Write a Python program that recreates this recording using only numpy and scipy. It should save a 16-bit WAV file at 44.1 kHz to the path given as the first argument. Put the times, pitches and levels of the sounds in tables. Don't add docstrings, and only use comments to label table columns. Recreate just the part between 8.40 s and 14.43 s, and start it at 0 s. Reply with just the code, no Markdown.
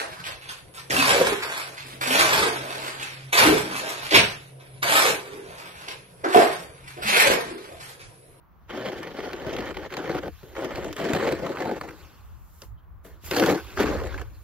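import sys
import numpy as np
from scipy import signal
from scipy.fft import rfft, irfft, next_fast_len
from scipy.io import wavfile
from scipy.ndimage import uniform_filter1d

SR = 44100
rng = np.random.default_rng(int(sys.argv[2]) if len(sys.argv) > 2 else 0)


def makeup_ratio(level_db):
    decades = np.asarray(level_db, float) / 20
    return 10 ** decades


def unload_wav(signal):
    wavfile.write(
        sys.argv[1],
        SR,
        np.round(np.clip(np.atleast_2d(signal).T, -1, 1) * 32767).astype(np.int16),
    )


N = 266143
T = np.arange(N) / SR
SPAN = next_fast_len(N + 4096, True)
HZ = np.maximum(np.fft.rfftfreq(SPAN, 1 / SR), 1)


def unit(x):
    return x / np.sqrt(np.mean(x ** 2))


def across(table, column):
    table = np.array(table)
    return np.interp(np.log(HZ), np.log(table[:, 0]), table[:, column])


def over_time(table):
    return np.interp(T, *np.transpose(table))


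def colour(x, table):
    cepstrum = irfft(np.log(makeup_ratio(across(table, column=1))), SPAN)
    cepstrum[1:SPAN // 2] *= 2
    cepstrum[SPAN // 2 + 1:] = 0
    return irfft(rfft(x, SPAN) * np.exp(rfft(cepstrum)), SPAN)[:N]


def walk(rate):
    hold = int(SR / rate)
    steps = np.repeat(rng.standard_normal(N // hold + 1), hold)
    return 1.47 * uniform_filter1d(uniform_filter1d(steps, hold), hold)[:N]


def ring(x, modes, wander_db, rate):
    out = 0
    for k, (hz, width, db) in enumerate(modes):
        drive = x * makeup_ratio(db + wander_db * walk(rate))
        out = out + (-1) ** k * signal.lfilter(*signal.iirpeak(hz, hz / width, SR), drive)
    return out


def fade(x, seconds):
    return signal.lfilter([1], [1, -np.exp(-1 / (max(seconds, 1e-4) * SR))], x)


def grains(rate, spread_db):
    when, size, sign = rng.random(N), rng.exponential(size=N), rng.standard_normal(N)
    return unit((when < rate / SR) * makeup_ratio(spread_db * size) * sign)


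# (frequency [Hz], level [dB])
WIND = [(12, -37.5), (20, -21), (43, -5.5), (65, 0), (96, -5), (119, -13.5), (166, -39), (400, -63.5),
        (520, -81), (880, -120)]
# (time [s], level [dB])
GUSTS = [(0.0, -56), (1.09, -54), (1.12, -45), (1.58, -56), (1.75, -49), (2.18, -53.5), (2.43, -44.5),
         (2.54, -52), (2.97, -43), (3.01, -53), (3.74, -55.5), (3.88, -41.5), (4.06, -51), (5.0, -46.5),
         (5.09, -42.5), (5.17, -57), (5.54, -34), (6.03, -48.5)]


def wind():
    both, left, right = (unit(colour(rng.standard_normal(N), WIND)) * makeup_ratio(3.8 * walk(19)) for _ in range(3))
    return (0.2 * both + np.array([left, right])) * makeup_ratio(over_time(GUSTS) + 1.5)


# (frequency [Hz], level [dB])
TOWN = [(88, -44), (150, 1.5), (235, -13.5), (348, -15.5), (504, -20.5), (1140, -12), (2550, -33.5),
        (6910, -50.5), (9260, -51.5), (11500, -41.5), (16000, -32)]
# (time [s], level [dB])
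TOWN_SWELL = [
    (0, 3.5),
    (1, 1),
    (3.8, 5),
    (4.6, 0.5),
    (6.03, 4.5),
]


def town():
    both, left, right = (unit(colour(rng.standard_normal(N), TOWN)) for _ in range(3))
    swell_db = over_time(TOWN_SWELL) + walk(2.3)
    return (0.9 * both + 1.04 * np.array([left, right])) * makeup_ratio(-65.5 + swell_db)


REST_DB = -77
# (start [s], end [s], effort at start [dB], effort at end [dB], grittiness [dB])
SHOVES = [(0.3, 0.5, -36, -32, -0.5), (0.52, 0.72, -36, -42, 0), (0.745, 0.86, -39, -32, -1.5),
          (0.86, 1.05, -36, -37, -1.5), (1.066, 1.31, -31.5, -33, 0.5), (1.345, 1.462, -43.5, -34.5, 1),
          (1.505, 1.545, -41, -33.5, 1.5), (1.57, 1.79, -32.5, -29.5, -0.5),
          (1.836, 1.88, -29, -39.5, -2.5), (2.032, 2.135, -49.5, -48.5, -19), (2.164, 2.365, -31, -38, -1),
          (2.37, 2.5, -31.5, -33, -4.5), (2.528, 2.545, -44, -48, 4), (2.566, 2.6, -40.5, -23.5, 3),
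          (2.6, 2.88, -26.5, -23, 0.5), (2.88, 3.02, -22, -37.5, -1), (3.02, 3.15, -31, -30.5, -2),
          (3.185, 3.37, -28, -32.5, -1.5), (3.415, 3.505, -37.5, -42.5, -1.5),
          (3.52, 3.75, -53.5, -64.5, 3)]
# (start [s], end [s], effort at start [dB], effort at end [dB], grittiness [dB])
SCRAPES = [(4.217, 4.248, -56.5, -60, 5), (4.651, 4.792, -52, -64.5, 2.5), (4.843, 4.91, -55.5, -45.5, 3),
           (4.919, 5.0, -28, -21, 9), (5.003, 5.127, -21.5, -20.5, 6.5), (5.127, 5.205, -23, -40.5, 4.5),
           (5.22, 5.365, -54.5, -48, 6.5), (5.373, 5.402, -29.5, -20.5, 4), (5.404, 5.44, -17, -25, 5),
           (5.459, 5.57, -22.5, -31.5, 1), (5.566, 5.817, -34, -40.5, 3), (5.85, 6.02, -55.5, -68, -1)]


def effort():
    bite_db_per_s, lift_db_per_s = 1100, 802
    start, end, first_db, last_db, grit_db = np.vstack([SHOVES, SCRAPES]).T[:, :, None]
    s = T[::32]
    hold_db = first_db + (last_db - first_db) * np.clip((s - start) / (end - start), 0, 1)
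    bite_db = bite_db_per_s * np.maximum(start - s, 0)
    lift_db = lift_db_per_s * np.maximum(s - end, 0)
    each_db = hold_db - bite_db - lift_db
    gritty_db = uniform_filter1d(grit_db[each_db.argmax(axis=0), 0], size=18)
    push_db = np.maximum(each_db.max(axis=0), REST_DB)
    return np.interp(T, s, push_db), np.interp(T, s, gritty_db)


def slips(rate, seconds, rub):
    return rub + unit(fade(np.abs(grains(rate, 3.5)), seconds))


# (time [s], peak [dB], crunch against peak [dB])
CATCHES = [(0.306, -42, -27), (0.486, -38.5, -25), (0.63, -34.5, -5), (0.804, -34, -16),
           (0.932, -32.5, -4.5), (1.344, -37.5, -17), (1.395, -38, -18), (1.504, -38.5, -14),
           (1.524, -33, -11), (1.568, -28, -6), (1.833, -34, -26), (2.152, -45, -2), (2.245, -35.5, 0),
           (2.528, -39.5, 6), (2.565, -35, -1.5), (2.734, -25.5, -2), (2.923, -26.5, -5),
           (3.171, -28.5, -24), (3.222, -29.5, -30), (3.412, -25, -23), (3.488, -33.5, -13),
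           (4.219, -57.5, 16.5), (4.912, -24, -0.5), (4.965, -28.5, 3.5), (4.997, -22, 0.5),
           (5.036, -26, -2), (5.061, -23.5, 0.5), (5.374, -25, -17), (5.431, -26, -6), (5.778, -31, -24)]
# (time [s], peak [dB])
TICKS = [(1.165, -31), (1.205, -34.5), (1.37, -34.5), (1.539, -33), (1.785, -37), (2.308, -45),
         (2.357, -32), (2.445, -34), (2.889, -32), (3.065, -34), (4.159, -66), (4.235, -56), (4.843, -52),
         (5.125, -36), (5.815, -36)]
KNOCKS = CATCHES + [(s, db, -5.5) for s, db in TICKS]
# (time [s], scoop level [dB], shaft level [dB])
THUMPS = [(0.305, -31.5, -68), (0.465, -20, -39), (0.486, -21, -41), (0.838, -24.5, -49),
          (1.068, -32.5, -23), (1.368, -22, -45), (1.695, -14.5, -48), (1.749, -41, -26.5),
          (2.032, -41, -35), (2.246, -29, -59.5), (2.601, -18.5, -48), (2.733, -26, -19), (2.764, -12, -36),
          (2.889, -31, -37), (3.221, -25, -41), (3.532, -32.5, -59), (4.22, -37, -50), (4.234, -61.5, -38),
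          (4.649, -34.5, -57), (4.838, -70, -41.5), (4.912, -30, -25), (4.965, -24, -42.5),
          (4.998, -12, -47), (5.038, -9, -26), (5.127, -26.5, -37), (5.394, -26, -37)]


def bursts(db, click, seconds):
    when = np.concatenate([np.transpose(KNOCKS)[0], np.transpose(THUMPS)[0]])
    hits = np.bincount((when * SR).astype(int), makeup_ratio(db), N)
    return fade(hits, seconds) * rng.standard_normal(N) + click * hits


# (frequency [Hz], width [Hz], level [dB])
SHAFT = [(134, 58, 0)]


def shaft(x):
    return ring(x, SHAFT, 0.91, 10.5)


# (frequency [Hz], width [Hz], level [dB])
SCOOP = [(173.7, 51.4, -6), (215, 54, -4.5), (301.2, 33.2, 0.5), (329.7, 25.4, 2.5), (373.5, 41.7, -0.5),
         (452.7, 38, 2), (526, 77.4, -2), (688, 52.3, -2), (705, 70, -3), (880, 156, -13),
         (388, 154, -10.5)]


def scoop(x):
    return ring(x, SCOOP, 1.94, 20.464)


# (frequency [Hz], width [Hz], level [dB])
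EDGE = [(1020, 370, 1.5), (1538, 203, 3.5), (1736, 160, -0.5), (2214, 560, -2.5)]
# (frequency [Hz], width [Hz], level [dB])
LIP_FLAT = [(1780, 100, 1.5), (3093, 280, -1.5)]
# (frequency [Hz], width [Hz], level [dB])
LIP_STEEP = [(1916, 840, -6), (4590, 170, -12.5)]
# (time [s], steepness [0-1])
STEEP = [
    (0, 0),
    (1.9, 0.55),
    (2.5, 0.37),
    (3.5, 0.92),
    (6.03, 0.83),
]


def lip(x):
    steep = np.clip(over_time(STEEP), 0, 1)
    flat_ring = ring(x * (1 - steep), LIP_FLAT, 1.5, 45)
    steep_ring = ring(x * steep, LIP_STEEP, 1.7, 45)
    return ring(x, EDGE, 2.23, 45) + 1.21 * flat_ring + 0.79 * steep_ring


# (frequency [Hz], level [dB])
CRUNCH = [(1700, -13.5), (2600, 3.5), (3500, -0.5), (4400, 2), (5500, -3), (7000, -6.5), (8500, -1.5),
          (10000, -48.5)]
# (frequency [Hz], width [Hz], level [dB])
RIM = [(2880, 170, -3), (3620, 61, -4.5), (4320, 365, 2), (4910, 71, 0.5), (5700, 97, -3), (6460, 83, -5)]


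def crunch(x):
    clumps = ring(x, [(hz, 0.31 * hz, 0) for hz, _ in CRUNCH], 1.76, 40)
    return colour(clumps, CRUNCH) + 0.55 * ring(x, RIM, 3.2, 35)


# (frequency [Hz], level [dB])
HISS = [(5000, -6.5), (7500, 0), (9000, -6.5), (10200, 3), (12000, -2.5), (14000, 1), (16000, -10)]


def spray(x):
    return colour(x, HISS)


# (time [s], fine hiss [dB], coarse lumps against hiss [dB])
LOOSE = [(0, -99, -2), (0.28, -84, 9), (0.37, -69.5, 16.5), (1.5, -72, 3), (2.05, -64.5, 3.5),
         (2.55, -66.5, 9), (3.6, -66.5, 8), (3.95, -74, 1.5), (4.17, -64.5, -25), (4.25, -61.5, -8),
         (4.37, -94.5, -9), (4.625, -90, -8), (4.65, -58.5, -12), (4.8, -80, 7), (4.85, -47.5, -2.5),
         (5.25, -61, 8.5), (5.8, -71, 8), (6.03, -68, -0.5)]


def shovel(judder):
    push_db, gritty_db = effort()
    s, fine_db, coarse_db = np.transpose(LOOSE)
    fine_db, coarse_db = np.interp(T, s, fine_db), np.interp(T, s, fine_db + coarse_db)
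    touch = np.clip((push_db + 62) / 16, 0, 1)
    down = np.clip((push_db - REST_DB) / 24, 0, 1)

    def layer(under_db, share, loose_db):
        usual_db = -36
        pushed = down * makeup_ratio(usual_db + under_db + share * (push_db - usual_db))
        return np.hypot(pushed, makeup_ratio(loose_db))

    rasp = layer(-7 + 0.45 * gritty_db, 0.79, coarse_db - 0.5)
    crush = layer(-17 + gritty_db, 0.77, coarse_db)
    hiss = layer(-34 + 2 * gritty_db, 0.66, fine_db)

    _, peak_db, crack_db = np.transpose(KNOCKS)
    _, scoop_db, shaft_db = np.transpose(THUMPS)
    thud_db = np.r_[peak_db - 17, shaft_db]
    thump_db = np.r_[peak_db - 3, scoop_db]
    edge_db = np.r_[peak_db, scoop_db - 16]
    snap_db = np.r_[peak_db + crack_db, scoop_db - 33]

    parts = (
        (shaft, makeup_ratio(push_db - 16.5), (thud_db - 5.5, 14.0, 0.006), 0.4, 0.3, 1.5, grains(500, 0.93)),
        (scoop, makeup_ratio(push_db), (thump_db - 8.0, 12.0, 0.005), 0.6, 0.2, 1.3, grains(900, 1.26)),
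        (lip, rasp, (edge_db + 0.5, 6.0, 0.004), 0.6, 0.3, 1.3, grains(3000, 0.86)),
        (crunch, crush, (snap_db + 0.2, 4.0, 0.004), 0.55, 0.45, 1.5, grains(6000, 1.35)),
        (spray, hiss * makeup_ratio(4.5), (snap_db - 8.0, 4.0, 0.003), 0.45, 0.4, 1.2, grains(9800, 1.1)))
    out = 0
    for body, level, knock, jerky, own, patchy_db, grit in parts:
        jerks = judder ** jerky * slips(190, 0.0027, 1.0) ** own
        jolts = jerks ** touch * makeup_ratio(patchy_db * walk(25))
        rub = np.sqrt(touch) * grit + np.sqrt(1 - touch) * rng.standard_normal(N)
        drag = jolts / np.sqrt(uniform_filter1d(jolts ** 2, size=3000)) * level
        out = out + body(rub * drag + bursts(*knock)) / np.std(body(grit))
    return signal.sosfilt(signal.butter(2, 70, "high", fs=SR, output="sos"), out)


# (time [s], level [dB], frequency [Hz], length [s])
SQUEAKS = [
    (4.393, -69.5, 3120, 0.017),
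    (4.44, -75, 2920, 0.013),
]


def sleeve():
    cloth = rng.standard_normal(N)
    out = 0
    for s, db, hz, length in SQUEAKS:
        squeak = unit(ring(cloth, [(hz, 250, 0)], 0, 20))
        out = out + makeup_ratio(db) * squeak * np.exp(-((T - s) / length) ** 2)
    return out


# (frequency [Hz], left lag [rad], left minus right [dB], share heard alike [0-1])
PORTS = [(60, 0.01, 4.5, 0.95), (130, .1, 3, 1), (197, 0.15, 4.5, 1), (401, 0.18, 3, 0.95),
         (860, 0.82, 1, 0.88), (1390, 0.27, -1.5, 0.83), (1920, 0.53, -1.5, 0.88), (2880, 0.82, -1.3, 0.58),
         (4200, 0.8, -0.7, 0.56), (5190, 1.7, -2, 0), (7650, 4.2, -1, 0.72), (8900, 2.5, -12.5, 0.1),
         (10000, 2.4, -0.5, 0.35), (11500, 5, 0.5, 1), (13000, 5.8, -2, 0.7), (16000, 6.28, 10, 0.7)]


def ports(alike, apart):
    lag, tilt_db, share = (across(PORTS, column=k) for k in (1, 2, 3))
    share = np.clip(share, 0, 1)
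    mid = rfft(alike, SPAN) * np.sqrt((1 + share) / 2)
    side = rfft(apart, SPAN) * np.sqrt((1 - share) / 2)
    left = (mid + side) * makeup_ratio(tilt_db / 2) * np.exp(-1j * lag)
    right = (mid - side) * makeup_ratio(-tilt_db / 2)
    return irfft(np.array([left, right]), SPAN)[:, :N]


# (time [s], frequency [Hz])
SUM_GAP_HZ = [
    (0, 7110),
    (1.9, 7080),
    (2.6, 8230),
    (6.03, 7700),
]
SHARP_S = [1.545, 2.56, 2.705, 3.41, 3.49, 4.23, 4.65, 4.69]


def thin_stereo(dry):
    hz, s, (total, gap) = signal.stft([dry[0] + dry[1], dry[0] - dry[1]], SR, nperseg=1024)
    wander = np.repeat(rng.exponential(size=(3, len(s) // 4 + 1)), 4, axis=1)[:, :len(s)]
    steady = np.abs(s[:, None] - SHARP_S).min(axis=1) > 0.009
    early = s < 2.4
    low_hz = np.interp(s, *np.transpose(SUM_GAP_HZ)) + (150 + 200 * early) * (wander[0] - 1)
    high_hz = 10250 + (60 + 400 * early) * wander[1]
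    difference_top_hz = 12500 - 60 + 150 * wander[2]
    hz = hz[:, None]
    total[(hz > low_hz) & (hz < high_hz) & steady] = 0
    gap[(hz > difference_top_hz) & steady] = 0
    total[(hz > 15800) & steady] = 0
    return signal.istft([total + gap, total - gap], SR, nperseg=1024)[1][:, :N] / 2


def scene():
    judder = slips(80, 0.0068, 1.0)
    return ports(shovel(judder) + sleeve(), shovel(judder)) + wind() + town()


def roll_off(x):
    return signal.sosfilt(signal.butter(12, 16650, fs=SR, output="sos"), x)


def record(dry):
    mix = thin_stereo(dry)
    return roll_off(mix)


dry = scene()
out = record(dry)
unload_wav(out)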